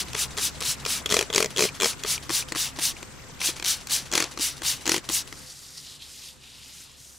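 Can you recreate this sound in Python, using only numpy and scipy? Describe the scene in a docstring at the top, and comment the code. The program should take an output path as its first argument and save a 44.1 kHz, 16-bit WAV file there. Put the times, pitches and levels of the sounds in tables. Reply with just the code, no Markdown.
"""Trigger spray and wet sanding

A plastic trigger bottle is pumped close by, four times a second. Each stroke drives a hissing turbulent
jet through the nozzle and the return sips water. On some strokes the piston sticks and slips, exciting
cracks in the pump head and thumps in the bottle. Then wet abrasive paper rubs a metal wheel.
Behind lie a diffuse rumble, a far motor hum, a low drone and a thin, high, insect-like band."""
import sys
import numpy as np
from scipy import signal
from scipy.io import wavfile

SR = 44100
rng = np.random.default_rng(int(sys.argv[2]) if len(sys.argv) > 2 else 0)


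def log_audio(samples):
    """Write samples as a 16-bit WAV file to the path given in sys.argv[1]."""
    # one column per channel
    frames = np.atleast_2d(samples).T
    # limit to full scale, then quantise
    limited = np.clip(frames, -1, 1)
    pcm = np.round(limited * 32767).astype(np.int16)
    wavfile.write(sys.argv[1], SR, pcm)


N = 316638

# Pump strokes: start_s, peak_s, end_s, jet_db, brightness (steps of 0.36 dB/octave), refill_db
STROKE_CYCLES = [(-0.098, -0.021, 0.043, -22, 5.5, -37), (0.141, 0.219, 0.27, -24.5, 5.5, -35.5),
                 (0.366, 0.451, 0.51, -24.5, 8.5, -38), (0.605, 0.699, 0.76, -24.5, 8, -36),
                 (0.857, 0.914, 1.031, -25.5, 4, -40), (1.097, 1.128, 1.28, -27.5, -1, -56),
                 (1.33, 1.383, 1.465, -28, 1, -34.5), (1.562, 1.63, 1.71, -24.5, 4.5, -33),
                 (1.807, 1.871, 1.955, -25.5, 3, -35), (2.046, 2.113, 2.188, -24, 6, -35),
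                 (2.294, 2.36, 2.446, -23.5, 7.5, -35), (2.554, 2.607, 2.725, -25, 6.5, -34.5),
                 (2.79, 2.854, 2.933, -22.5, 9.5, -38.5), (3.393, 3.473, 3.53, -23.5, 6.5, -35),
                 (3.642, 3.69, 3.775, -22, 9, -41), (3.887, 3.936, 4.025, -23, 7.5, -38),
                 (4.127, 4.173, 4.28, -27.5, -6.5, -36), (4.389, 4.438, 4.534, -24, 9.5, -37),
                 (4.629, 4.687, 4.777, -24, 8, -36), (4.86, 4.932, 5.01, -28, -0.5, -36),
                 (5.09, 5.156, 5.24, -24.5, 10, -39)]
# Pause between the end of a stroke and its sip: time_s, delay_s
REFILL_DELAY = [(2.9, 0.034), (3.5, .029)]
# Turbulence spectrum of the jet: frequency_hz, density_db
JET_SPECTRUM = [(400, -7), (600, -5), (2260, -3.5), (3340, 0), (5880, -2.5), (8450, -9), (10000, -8.5),
                (12100, -17), (16000, -20.5)]
# Faint nozzle whistles: pitch_hz, width_hz, level_db (re jet)
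NOZZLE_MODES = [(5950, 260, -14), (10100, 350, -16)]
# Resonances of the pump head: pitch_hz, width_hz, level_db
HEAD_MODES = [(1054, 610, -10), (2040, 220, -5), (2426, 234, -4.5), (3334, 210, -3), (4140, 410, -2),
              (5600, 1900, -1.5), (7250, 1360, 0.5), (10100, 2400, -7.5), (12500, 9000, -13.5)]
# Bottle wall resonance under the grip: time_s, pitch_hz
WALL_PITCH = [(1.1, 438), (2.1, 431), (2.28, 333)]
# Emphasis of the head's squeak mode, varying with the grip: time_s, boost_db
SQUEAK_BOOST = [(0.9, 3), (1.05, 9), (1.45, 9), (2.1, 6), (2.25, -3)]
# Runs of piston slips: start_s, length_s, longest_index, longest_stick_s, crack_db, thump_db (re crack)
SLIP_RUNS = [(1.0919, .136, 4.16, 0.025, -10.5, -12), (1.328, .139, 3.99, 0.024, -11, -11),
             (1.5627, .098, 4.07, .0164, -14, -8), (1.8009, .062, 3.46, .0133, -14, -11.5),
             (4.1155, .133, 3.43, .0255, -12, -17), (4.8558, .13, 3.38, 0.025, -11.5, -14)]
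# Trigger and valve knocks: time_s, crack_db, thump_db (re crack)
TRIGGER_KNOCKS = [(0.132, -26.5, -25), (0.1499, -23, -10.5), (0.369, -33, -13), (0.3765, -23.5, -21),
                  (0.3836, -23, -16), (0.391, -28, -14), (0.605, -28.5, -28), (0.6178, -34, -4),
                  (0.851, -23, -26), (0.8619, -21, -13.5), (1.0597, -17, -18.5), (1.3018, -27, -5.5),
                  (2.0357, -23, -27), (2.0482, -28.5, -2), (2.2936, -23.5, -13), (2.303, -28, -2),
                  (2.5215, -20, -14.5), (2.5496, -25, -16.5), (2.5595, -27, -5.5), (2.7879, -23.5, -12),
                  (3.028, -28, -16), (3.49, -30.5, -4), (3.5975, -28, -16), (3.625, -23.5, -19),
                  (3.8708, -26, -31), (4.3745, -25.5, -13), (4.3969, -31, -2), (4.619, -25, -14),
                  (5.089, -25, -21), (5.0985, -27.5, -4.5), (5.3256, -29.5, -15)]
# Pings of the trigger meeting its stop: time_s, crack_db
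STOP_PINGS = [(1.6884, -32), (1.931, -38), (2.1785, -33), (2.4245, -33.5), (2.676, -43), (2.9665, -40),
              (3.4155, -23)]
# Motion of the sanding hand: time_s, level_db, centre_hz
RUB_MOTION = [(5.25, -58, 4850), (5.39, -44.5, 4600), (5.83, -45, 4530), (5.86, -43, 4280),
              (5.96, -45.5, 4100), (5.985, -54, 3500), (6.01, -46.5, 3360), (6.12, -46.5, 5530),
              (6.29, -42, 4620), (6.35, -55.5, 4500), (6.395, -57.5, 4000), (6.43, -49, 3600),
              (6.84, -46.5, 5650), (6.88, -52.5, 4460), (6.96, -52, 4000), (7.0, -50, 5970),
              (7.18, -52.5, 6600)]
# Friction spectrum of the wet paper: frequency_hz, density_db
PAPER_SPECTRUM = [(600, -15), (1400, -12), (2200, -3.5), (3100, -4), (4500, -7.5), (10000, -9),
                  (16000, -30)]
# Lower edge of the friction hiss: time_s, edge_hz
PAPER_EDGE = [(5.8, 3660), (5.86, 2860), (6.3, 2590), (6.45, 2170), (6.9, 2220), (7.0, 3000)]
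# Brief catches of the paper: time_s, scrape_boost_db
PAPER_CATCHES = [(5.503, 5), (5.778, 9.5), (6.024, 7.5)]
# Stereo coherence of near sources: frequency_hz, correlation
NEAR_COHERENCE = [(300, 0.9), (3000, 1), (8000, 0.93), (15000, 0.12)]
# Stereo balance of near sources: frequency_hz, left_minus_right_db
NEAR_PAN = [(600, 5), (1500, 2), (4000, 2), (8000, 1.5), (13000, 1)]
# Spectrum of the diffuse background: frequency_hz, density_db
AIR_SPECTRUM = [(15, -6), (30, -3.5), (108, -2), (680, -15), (1250, -12.5), (4000, -20.5), (7700, -19.5),
                (9500, -30), (16000, -32.5)]
# Level of the diffuse background: time_s, level_db
AIR_ENVELOPE = [(0, -40.5), (2, -43), (5.4, -46.5), (5.55, -54.5), (7.18, -57)]
# Motor hum and insect-like band: pitch_hz, width_hz, level_db (re diffuse background)
HUM_BANDS = [(135.5, 21.4, -10), (261, 25, -15.5), (394, 31, -22), (511.6, 13.6, -19.5), (7530, 500, -23)]
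# Low drone that comes and goes: time_s, level_db
DRONE_ENVELOPE = [(0, -51), (1.2, -50), (1.45, -75), (2.25, -52), (2.45, -55), (4.3, -60), (4.7, -55),
                  (5.8, -67.5), (7.18, -62)]
# Stereo coherence of the diffuse background: frequency_hz, correlation
FAR_COHERENCE = [(30, 0.071), (1000, 0.48), (15000, 0.06)]
# Stereo balance of the background: time_s, left_minus_right_db
FAR_PAN = [(5.4, 1.6), (5.55, 0.37)]

SQUEAK_HZ, GROAN_HZ = 3320, 2450   # head modes that a blow may favour


def jet():
    """Turbulent noise grows louder and brighter with pump pressure; the refill sips through the same path."""
    gain, tilt_db = np.zeros(N), np.zeros(N)   # tilt per octave
    impulses = (rng.random(N) < 350 / SR) * np.minimum(rng.exponential(1.0, N), 1.5)
    ticks = signal.lfilter([1], [1, -.97], impulses)
    for start, peak, end, jet_db, brightness, refill_db in STROKE_CYCLES:
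        span = np.arange(max(int((start - .03) * SR), 0), int((end + .2) * SR))
        t = span / SR
        phase = np.interp(t, [start - .006, peak, end + 0.0045], [0, .5, 1])
        pressure = np.abs(np.sin(np.pi * phase)) ** 1.86
        if 3.3 < start < 4.8:   # the sanding pad is held in the jet and drips on
            tail = (t > peak) * 0.24 * np.exp(-np.clip(t - end + 0.023, 0, None) / 0.029)
            pressure = np.maximum(pressure, tail)
        valve_crackle = (t > start) * np.exp(-np.abs(t - start) / 0.045) * ticks[span]
        sip_age = np.clip(t - end - np.interp(end, *np.transpose(REFILL_DELAY)), 0, None) / 0.0083
        sip = sip_age * np.exp(-sip_age) + .1 * np.minimum(sip_age, 1) * np.exp(-sip_age / 6.9)
        gain[span] += from_db(jet_db) * (pressure + 0.7 * valve_crackle)
        gain[span] += from_db(refill_db) * sip * (1 + ticks[span])
        tilt_db[span] += (phase > 0) * (phase < 1) * (0.36 * brightness + 4.55 * (pressure - .4))
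    drops = from_db(0.55 * drift(510))   # the stream breaks into drops
    hiss = banded_noise(JET_SPECTRUM, NEAR_COHERENCE, 390.7, lambda hz: tilt_db * np.log2(hz / 5000),
                        flicker_db=1.5, grain=drops, balance=NEAR_PAN)
    for hz, width, level_db in NOZZLE_MODES:
        whistle = narrow_noise(hz, width, coherence=0.46)
        hiss += from_db(level_db + 0.44 * drift(1)) * whistle
    return gain * hiss


def blows():
    """Impacts and stick-slip friction excite the pump; a longer stick releases a harder slip."""
    # time_s, crack_db, thump_db (re crack), tilt_db_per_octave, favoured_hz, boost_db
    rows = [(s, db, thump_db, -8.625 - 0.255 * thump_db, SQUEAK_HZ, at_time(SQUEAK_BOOST, s))
            for s, db, thump_db in TRIGGER_KNOCKS]   # less thump, brighter knock
    rows += [(s, db, -32, -4.5, GROAN_HZ, 14) for s, db in STOP_PINGS]
    shortest_s = .0093
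    for start, length, longest_index, longest_s, crack_db, thump_db in SLIP_RUNS:
        k = np.arange(12) - longest_index
        sticks = shortest_s + (longest_s - shortest_s) * np.exp(-(k / np.where(k < 0, 1.65, 2.94)) ** 2)
        taper_db = np.where(k < 0, 0.49, .5) * k ** 2
        level_db = crack_db + 0.77 * 20 * np.log10(sticks / longest_s) - taper_db
        for s, db, n in zip(np.cumsum(sticks) - sticks, level_db, k):
            if s < length:   # early slips squeak; later ones groan and thump more
                mode = (SQUEAK_HZ, at_time(SQUEAK_BOOST, start)) if n < -1.3 else (GROAN_HZ, 3)
                rows.append((start + s, db, thump_db + n, -3, *mode))
    return np.transpose(rows)


def pump():
    """Modal response: each blow builds briefly, snaps into the head's resonances and shakes the bottle."""
    time_s, crack_db, thump_db, tilt_db, favoured_hz, boost_db = blows()
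    lead = int(.003 * SR)
    onsets = np.round(time_s * SR).astype(int) - lead
    t = np.arange(int(.05 * SR)) / SR
    age = t - lead / SR - .0005
    burst = np.where(age < 0, np.exp(age / 0.00081), np.exp(-age / 0.0015) + 0.18 * np.exp(-age / 0.01))
    noise, crack = stereo_noise(0.92), 0
    scatter_db = rng.normal(0, 1.32, (len(onsets), len(HEAD_MODES)))
    for k, (hz, width, level_db) in enumerate(HEAD_MODES):
        favour_db = boost_db * np.exp(-(np.log2(hz / favoured_hz) / .12) ** 2)
        mode_db = 5.5 + level_db + tilt_db * np.log2(hz / 4200) + favour_db
        clicks = np.zeros(N)
        clicks[onsets] = from_db(crack_db + mode_db + scatter_db[:, k])
        snap = np.roll(clicks, lead) * 1300 / width   # the sharp modes ping at every blow
        ringing = resonance(signal.oaconvolve(clicks, burst)[:N] * noise + snap, hz, width)
        crack += (-1) ** k * ringing * pan(at_hz(NEAR_PAN, hz))
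    return crack + bottle_wall(onsets, crack_db + thump_db, t) * pan(5.2)


def bottle_wall(onsets, levels_db, t):
    """Three heavily damped inharmonic modes thump, a little differently at every blow."""
    thump, pitch = np.zeros(N), in_time(WALL_PITCH)[0]
    envelope = (1 - np.exp(-t / 0.0016)) ** 2 * np.exp(-t / 0.0058)
    chance = rng.standard_normal((len(onsets), 3))
    for i, level_db, (detune, lower, upper) in zip(onsets, levels_db, chance):
        phase = 2 * np.pi * pitch[i] * (1 + 0.052 * detune) * t
        wall = np.sin(phase) + 0.2 * lower * np.sin(0.48 * phase)
        wall += (0.42 + 0.067 * upper) * np.sin(1.404 * phase)
        thump[i:i + len(t)] += from_db(level_db + 11.5) * envelope * wall
    return thump


def sanding():
    """Friction of dense wet grit makes soft noise whose level and main band follow the hand."""
    start = int(RUB_MOTION[0][0] * SR)
    t = np.arange(start, N) / SR
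    level_db, centre_hz = (curve[start:] for curve in in_time(RUB_MOTION))
    edge_hz = at_time(PAPER_EDGE, t)
    catch_db = sum(db * np.exp(-np.abs(t - s) / np.where(t < s, 0.0097, 0.012))
                   for s, db in PAPER_CATCHES)

    def colour_db(hz):
        treble_db = 6.79 * np.log2(centre_hz / 4500) * max(np.log2(hz / 4000), 0)
        scrape_db = (4.5 + catch_db) * np.exp(-(np.log2(hz / centre_hz) / .4) ** 2)
        low_cut_db = 11 / (1 + (hz / edge_hz) ** 10)
        return np.pad(treble_db + scrape_db - low_cut_db, (start, 0))

    grit = banded_noise(PAPER_SPECTRUM, NEAR_COHERENCE, 606, colour_db,
                        flicker_db=1.3, grain=from_db(1.2 * drift(310)), balance=NEAR_PAN)
    return np.pad(from_db(level_db + 0.75 * catch_db), (start, 0)) * grit


def surroundings():
    """A diffuse, weakly coherent field of rumble and hiss carries narrow hum bands and a wavering drone."""
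    air = banded_noise(AIR_SPECTRUM, FAR_COHERENCE, 19.18, lambda hz: 0,
                       flicker_db=2.5, grain=1, balance=[(1, 0)])
    for hz, width, level_db in HUM_BANDS:
        air += from_db(level_db) * narrow_noise(hz, width, coherence=0.83)
    air *= from_db(in_time(AIR_ENVELOPE)[0])
    drone_hz = 68.5 + 2.67 * drift(2.42)
    drone = np.sqrt(2) * np.sin(2 * np.pi * np.cumsum(drone_hz) / SR + [[0], [.6]])
    drone *= from_db(in_time(DRONE_ENVELOPE)[0] + 0.42 * drift(4))
    return (air + drone) * pan(in_time(FAR_PAN)[0])


def banded_noise(spectrum, coherence, low_hz, colour_db, flicker_db, grain, balance):
    """Noise bands add in power, to rms 1 before colour_db(hz) and flicker modulate each one."""
    total, power = 0, 0
    edges = low_hz * 2 ** np.arange(0, np.log2(19000 / low_hz), .4)
    white = rng.standard_normal((2, 2, N)) * grain
    for k, (low, high) in enumerate(zip(edges, edges[1:])):
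        bandpass = signal.butter(2, [low, high], "band", fs=SR, output="sos")
        mid, side = signal.sosfilt(bandpass, white[k % 2])
        hz = np.sqrt(low * high)
        band = left_right(mid, side, at_hz(coherence, hz)) * pan(at_hz(balance, hz))
        power += np.mean(band ** 2) * from_db(2 * at_hz(spectrum, hz))
        total += band * from_db(at_hz(spectrum, hz) + flicker_db * drift(43) + colour_db(hz))
    return total / np.sqrt(power)


def narrow_noise(hz, width, coherence):
    """Two resonators in series narrow white noise to a wavering tone of rms 1."""
    return rms_one(resonance(resonance(stereo_noise(coherence), hz, width), hz, width))


def resonance(x, hz, width):
    """A damped two-pole resonator with peak gain 1."""
    r = np.exp(-np.pi * width / SR)
    poles = [1, -2 * r * np.cos(2 * np.pi * hz / SR), r * r]
    return signal.lfilter(np.array([1, 0, -1]) * (1 - r * r) / 2, poles, x)


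def stereo_noise(coherence):
    """Partly correlated white noise in two channels."""
    return left_right(*rng.standard_normal((2, N)), coherence)


def left_right(mid, side, coherence):
    """The ratio of sum to difference sets the correlation of the channels."""
    return np.sqrt(1 + coherence) * mid + np.sqrt(1 - coherence) * side * [[1], [-1]]


def drift(rate_hz):
    """Low-passed random fluctuation of rms 1."""
    r = np.exp(-40 * np.pi * rate_hz / SR)
    slow = signal.lfilter([1], [1, -2 * r, r * r], rng.standard_normal(N // 20 + 2002))[2000:]
    return np.interp(np.arange(N) / 20, np.arange(len(slow)), rms_one(slow))


def in_time(rows):
    """Columns of a curve, sample by sample."""
    time_s, *columns = np.transpose(rows)
    return [np.interp(np.arange(N) / SR, time_s, column) for column in columns]


def at_time(points, time_s):
    """Linear interpolation in time."""
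    return np.interp(time_s, *np.transpose(points))


def at_hz(points, hz):
    """Interpolation on a log-frequency axis."""
    frequencies, values = np.transpose(points)
    return np.interp(np.log(hz), np.log(frequencies), values)


def pan(db):
    """Left and right gains for a level difference."""
    return from_db(np.array([[.5], [-.5]]) * db)


def from_db(db):
    """Decibels to amplitude ratio."""
    return 10 ** (np.asarray(db) / 20)


def rms_one(x):
    """Normalisation to rms 1."""
    return x / np.sqrt(np.mean(x ** 2) + 1e-20)


def scene():
    """Direct sound interferes with its reflection off the floor, over the surroundings."""
    near = jet() + pump() + sanding() * pan(-1.3)
    lag = 0.000988 * SR * (1 + 0.13 * drift(0.41))   # the hand moves, so the extra path changes
    echo = np.array([np.interp(np.arange(N) - lag, np.arange(N), channel) for channel in near])
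    return near + from_db(-18.5) * echo + surroundings()


def record(dry):
    """Soft saturation rounds the peaks; two low-pass filters step the treble down, then cut it."""
    ceiling, step_hz, cutoff_hz = .85, 16000, 16900
    rounded = dry / (1 + (dry / ceiling) ** 4) ** .25
    stepped = signal.sosfilt(signal.cheby2(10, 27, step_hz, fs=SR, output="sos"), rounded)
    return signal.sosfilt(signal.cheby2(16, 50, cutoff_hz, fs=SR, output="sos"), stepped)


dry = scene()
out = record(dry)
log_audio(out)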